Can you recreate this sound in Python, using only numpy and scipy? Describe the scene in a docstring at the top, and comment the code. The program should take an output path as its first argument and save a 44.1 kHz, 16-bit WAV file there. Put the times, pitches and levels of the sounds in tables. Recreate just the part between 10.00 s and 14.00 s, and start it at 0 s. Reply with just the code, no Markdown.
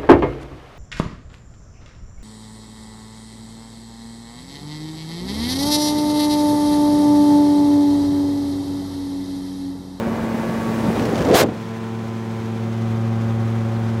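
"""At the side window of a small propeller plane in cruise, a microphone is drawn in from the airflow.
Outside, each blade swishes past, and eddies buffet and crackle harder as the frame comes near.
At the window's edge a jet of air hits the microphone and the opening howls. In the cabin, the
propeller's throb and the engine's firing tones drone over a duller rush of air."""
import sys
import numpy as np
from scipy import signal
from scipy.fft import rfft, irfft
from scipy.io import wavfile

SR = 44100
rng = np.random.default_rng(int(sys.argv[2]) if len(sys.argv) > 2 else 0)


def output_pcm(signal):
    """Save a mono or channel-first signal as 16-bit PCM at the path in sys.argv[1].

    Samples are clipped to [-1, 1] before scaling.
    """
    pcm = np.clip(np.atleast_2d(signal).T, -1, 1) * 32767
    wavfile.write(sys.argv[1], SR, np.round(pcm).astype(np.int16))


N = 176400
T = np.arange(N) / SR
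FREQS = np.fft.rfftfreq(N, 1 / SR)


def amp(db):
    """Decibels to gain."""
    return 10 ** (np.asarray(db) / 20)


def unit(x):
    """Scales to rms 1."""
    return x / np.sqrt(np.mean(x ** 2) + 1e-20)


def fader(points):
    """Gain riding through (time [s], level [dB]) points, falling 200 dB a second beyond either end."""
    times, db = np.transpose(points)
    beyond_s = np.maximum(np.maximum(times[0] - T, T - times[-1]), 0)
    return amp(np.interp(T, times, db) - 200 * beyond_s)


def colour(x, eq):
    """Shapes x with an EQ curve of (frequency [Hz], level [dB]) points, at rms 1."""
    hz, db = np.transpose(eq)
    gain = amp(np.interp(np.log(FREQS + 1), np.log(hz), db))
    return unit(irfft(rfft(x) * gain, N))


def drift(rate_hz):
    """Smooth random motion up to about rate_hz, at rms 1."""
    return unit(irfft(rfft(rng.standard_normal(N)) * np.exp(-(FREQS / rate_hz) ** 2), N))


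def air(eq, flutter_db, flutter_hz):
    """Coloured noise whose level flutters with the eddies."""
    return unit(colour(rng.standard_normal(N), eq) * amp(flutter_db * drift(flutter_hz)))


def cabin(blade_cycles):
    """The inside bed: air rushes over the canopy, pulsing slightly with the blades, above a low rumble."""
    # tone of the rush and the rumble (frequency [Hz], level [dB])
    rush_eq = [(25, -31), (45, -21), (80, -1), (130, 2.5), (250, -0.5), (400, -6), (650, -10),
               (1100, -10.5), (1600, -13), (2300, -17.5), (2900, -20), (3500, -20.5), (4500, -25),
               (6300, -27), (9000, -34.5), (13000, -39.5), (16000, -42)]
    rumble_eq = [(25, -30), (50, -17), (85, 0), (140, -16), (250, -9.5), (500, -20), (1500, -20.5),
                 (6000, -60)]
    # both fade in as the microphone enters (time [s], level [dB])
    rush_ride = [(1.3, -35), (1.45, -36.5), (1.8, -36), (2.6, -36), (3.2, -36), (4, -35.5)]
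    rumble_ride = [(1.5, -70), (2.6, -46), (3.2, -38), (3.6, -40), (3.76, -37), (4, -36)]
    blade_pulse = amp(0.42 * np.cos(2 * np.pi * blade_cycles))
    rush = fader(rush_ride) * air(rush_eq, flutter_db=0.87, flutter_hz=40) * blade_pulse
    rumble = fader(rumble_ride) * air(rumble_eq, flutter_db=0.5, flutter_hz=13)
    return rush + rumble


def slipstream():
    """The outside bed: air streams past, hisses on the microphone and buffets it with turbulence."""
    # tone of the broad stream, fine hiss and low buffeting (frequency [Hz], level [dB])
    stream_eq = [(30, -30), (60, -3), (120, -0.5), (250, 2), (500, 0.5), (1000, -8), (2000, -22),
                 (3200, -28.5), (6000, -31), (10000, -38), (16000, -41)]
    hiss_eq = [(500, -19), (2000, 3.5), (4000, -1.5), (7000, -6), (10000, -9), (16000, -14)]
    buffet_eq = [(25, -52), (38, -26), (58, -12), (110, -0.5), (200, -0.5), (450, -5.5), (800, -14),
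                 (1600, -27.5), (4000, -42), (16000, -82)]
    # each builds, then drops away inside the window (time [s], level [dB])
    stream_ride = [(0, -27), (.8, -29.5), (1.3, -23.5), (1.44, -40), (1.5, -53), (1.6, -90)]
    hiss_ride = [(0, -55), (.4, -46), (.9, -41), (1.28, -47.5), (1.44, -52), (1.46, -90)]
    buffet_ride = [(0, -28.5), (.4, -30), (.8, -26), (.86, -23.5), (.95, -18.5), (1.0, -24.5),
                   (1.12, -27.5), (1.25, -17.5), (1.34, -15), (1.39, -28), (1.44, -19.5), (1.5, -26.5),
                   (1.58, -38.5), (1.72, -67)]
    return (fader(stream_ride) * air(stream_eq, flutter_db=0.5, flutter_hz=30.2)
            + fader(hiss_ride) * air(hiss_eq, flutter_db=0.6, flutter_hz=120)
            + fader(buffet_ride) * air(buffet_eq, flutter_db=2.7, flutter_hz=35))


def swish(blade_cycles, place, level_db=-41.5, sharpness=0.85):
    """Every passing blade throws a puff of noise, heard only outside."""
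    # midrange bite of the puffs (frequency [Hz], level [dB])
    swish_eq = [(100, -30), (700, -19), (1500, 6.5), (2500, -8), (4000, -11), (8000, -37), (16000, -45)]
    puffs = np.exp(sharpness * np.cos(2 * np.pi * blade_cycles))
    outside = np.clip(1 - place, 0, 1)
    return amp(level_db) * outside * colour(puffs * rng.standard_normal(N), swish_eq)


def thump(at_s=0.888, width_s=0.008, pitch_hz=190, level_db=-12):
    """One large eddy hits the microphone with a low push of a few cycles."""
    since = T - at_s
    envelope = amp(level_db) * np.exp(-(since / width_s) ** 2)
    return envelope * np.cos(2 * np.pi * (pitch_hz * since + rng.random()))


def crackle(grains_per_s=700, spread_db=1.8, grain_decay_s=0.00027, snap_decay_s=0.002):
    """Eddies break on the microphone as it nears the window frame; a few sharp snaps stand out."""
    # bright tone of grains and snaps (frequency [Hz], level [dB])
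    crackle_eq = [(300, -15), (1500, 6.5), (3500, 2.5), (6000, -3), (9000, -12.5), (16000, -28)]
    # the grains build toward the frame (time [s], level [dB])
    grain_ride = [(.8, -48), (.96, -45.5), (1.03, -36.5), (1.11, -42), (1.16, -38.5), (1.29, -36),
                  (1.43, -25.5), (1.45, -76)]
    # the sharpest snaps of wind (time [s], level [dB])
    snap_cues = [(.996, -25), (1.028, -33), (1.058, -31), (1.157, -24), (1.166, -29), (1.181, -29),
                 (1.191, -29), (1.22, -31), (1.288, -27), (1.33, -25)]
    hits = rng.random(N) < grains_per_s / SR
    strengths = amp(spread_db * np.minimum(rng.exponential(1, N), 4))
    grain_envelope = signal.lfilter([1], [1, -np.exp(-1 / (grain_decay_s * SR))], hits * strengths)
    grains = fader(grain_ride) * colour(grain_envelope * rng.standard_normal(N), crackle_eq)
    snap_envelope = sum(amp(db) * (T >= s) * np.exp(-abs(T - s) / snap_decay_s) for s, db in snap_cues)
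    return grains + snap_envelope * colour(rng.standard_normal(N), crackle_eq)


def window_edge(howl_hz=461, howl_width_hz=304, core_s=1.385, core_half_s=0.039, sizzle_db=-23.5):
    """The air jet blasts the microphone, sizzles at its core and drives the opening's broad resonance."""
    # tone of the jet and its bright core (frequency [Hz], level [dB])
    jet_eq = [(50, -32), (300, -9), (700, 5.5), (1400, -1), (2600, -7.5), (4000, -7.5), (7000, -14.5),
              (11000, -21), (16000, -31)]
    sizzle_eq = [(1000, -32), (4000, -2), (8000, -5), (12000, -2), (16000, -3)]
    # blast and howl flare as the microphone crosses the edge (time [s], level [dB])
    jet_ride = [(1.325, -50), (1.339, -24), (1.346, -13.5), (1.38, -15.5), (1.412, -15.5), (1.428, -23.5),
                (1.438, -22), (1.443, -65)]
    howl_ride = [(1.0, -31), (1.26, -29.5), (1.3, -15), (1.36, -13), (1.39, -23.5), (1.42, -14.5),
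                 (1.46, -23.5), (1.53, -46), (1.62, -49)]
    resonance = 1 / (1 + (2 * (FREQS - howl_hz) / howl_width_hz) ** 2)
    howl = fader(howl_ride) * unit(irfft(rfft(rng.standard_normal(N)) * resonance, N))
    in_core = np.sqrt(np.maximum(1 - ((T - core_s) / core_half_s) ** 2, 0))
    sizzle = amp(sizzle_db) * in_core * colour(rng.standard_normal(N), sizzle_eq)
    jet = fader(jet_ride) * air(jet_eq, flutter_db=1.0, flutter_hz=250)
    return howl + jet + sizzle


def harmonics(cycles, table, place, waver_db=0.81, scatter_rad=0.16):
    """Wavering harmonics whose balance follows the microphone; the high ones arrive scattered in phase."""
    multiples, *levels_by_place = np.transpose(table)
    stack = np.zeros(N)
    for k in range(1, int(multiples[-1]) + 1):
        # unlisted harmonics take their level from their neighbours
        place_db = [np.interp(k, multiples, column) for column in levels_by_place]
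        db = np.interp(place, [0, 1, 2], place_db)
        phase = min(scatter_rad * (k - 1) ** 2, np.pi) * rng.uniform(-0.95, 1)
        waver = waver_db * min(k / 2, 2) * drift(rate_hz=10)
        stack += amp(db + waver) * np.sqrt(2) * np.cos(2 * np.pi * k * cycles + phase)
    return stack


def drone(blade_cycles, place, firings_per_blade=1.619):
    """One geared shaft locks the engine's firing tones to the propeller's throb."""
    # blade and firing harmonics (multiple, outside [dB], just inside [dB], back in the cabin [dB])
    propeller_partials = [(1, -36, -34.5, -22.5), (2, -25, -32.5, -27.5), (3, -38.5, -45, -39),
                          (4, -41.5, -40, -43.5), (5, -45.5, -52.5, -45.5), (6, -50, -53, -51.5),
                          (7, -56, -48, -46), (8, -41, -49, -49.5), (9, -47.5, -46.5, -52),
                          (10, -41, -57, -53.5), (11, -54, -65, -51.5), (12, -54, -54, -57),
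                          (13, -62, -60, -64), (14, -53, -70, -56), (15, -48.5, -61, -71),
                          (16, -52.5, -58, -68), (17, -51, -68, -70), (18, -49, -69, -58.5),
                          (19, -67, -64, -69), (20, -54.5, -60, -64), (22, -55, -63, -62.5),
                          (23, -66, -78, -71), (26, -58, -84, -78), (28, -74, -70, -65),
                          (36, -71, -80, -86)]
    engine_partials = [(1, -38, -41.5, -40), (2, -53, -42.5, -40), (3, -44.5, -55, -44),
                       (4, -64, -55, -46.5), (5, -46, -93, -76), (6, -67, -81, -54)]
    # the window frame shadows the drone as the microphone passes it (time [s], level [dB])
    frame_shadow = [(0, -0.5), (.9, 0.5), (1.1, -1.5), (1.3, -2.5), (1.48, -4), (1.6, -2.5), (1.72, 1),
                    (1.86, -0.5), (1.91, 1), (2.1, 0.5), (4, 1)]
    propeller = harmonics(blade_cycles, propeller_partials, place)
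    engine = harmonics(blade_cycles * firings_per_blade, engine_partials, place)
    return fader(frame_shadow) * (propeller + engine)


def scene():
    """The mono mix: drone and wind along the microphone's path from slipstream to cabin."""
    # blade-passing rate at the moving microphone (time [s], rate [Hz])
    blade_rate = [(0, 112.8), (1.3, 112.8), (1.42, 113.8), (1.6, 112.5), (2.45, 112.3), (2.7, 112.8),
                  (3.0, 113.05), (4, 113.0)]
    # microphone path (time [s], place [0 outside, 1 just inside the window, 2 back in the cabin])
    path = [(0, 0.084), (1.35, 0.063), (1.55, 1.05), (1.87, 0.9), (1.92, 1.25), (2.1, 1.3), (2.45, 1.39),
            (2.65, 1.72), (3.1, 2.05), (4, 1.92)]
    jitter = 0.0019 * drift(rate_hz=12)
    blade_cycles = np.cumsum(np.interp(T, *np.transpose(blade_rate))) / SR + jitter
    place = np.interp(T, *np.transpose(path))
    plane = drone(blade_cycles, place) + swish(blade_cycles, place)
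    wind = slipstream() + thump() + crackle() + window_edge()
    return (plane + wind + cabin(blade_cycles))[None]


def record(dry, low_cut_hz=47, high_cut_hz=15800):
    """A soft clip rounds peaks near full scale; then a low cut and a steep high cut."""
    limited = dry / (1 + dry ** 6) ** (1 / 6)
    slope = (FREQS / low_cut_hz) ** 3  # 18 dB an octave
    trimmed = irfft(rfft(limited) * slope / np.hypot(1, slope), N)
    high_cut = signal.firwin(1023, high_cut_hz, window=("kaiser", 9), fs=SR)
    return signal.oaconvolve(trimmed, high_cut[None], "same")


dry = scene()
out = record(dry)
output_pcm(out)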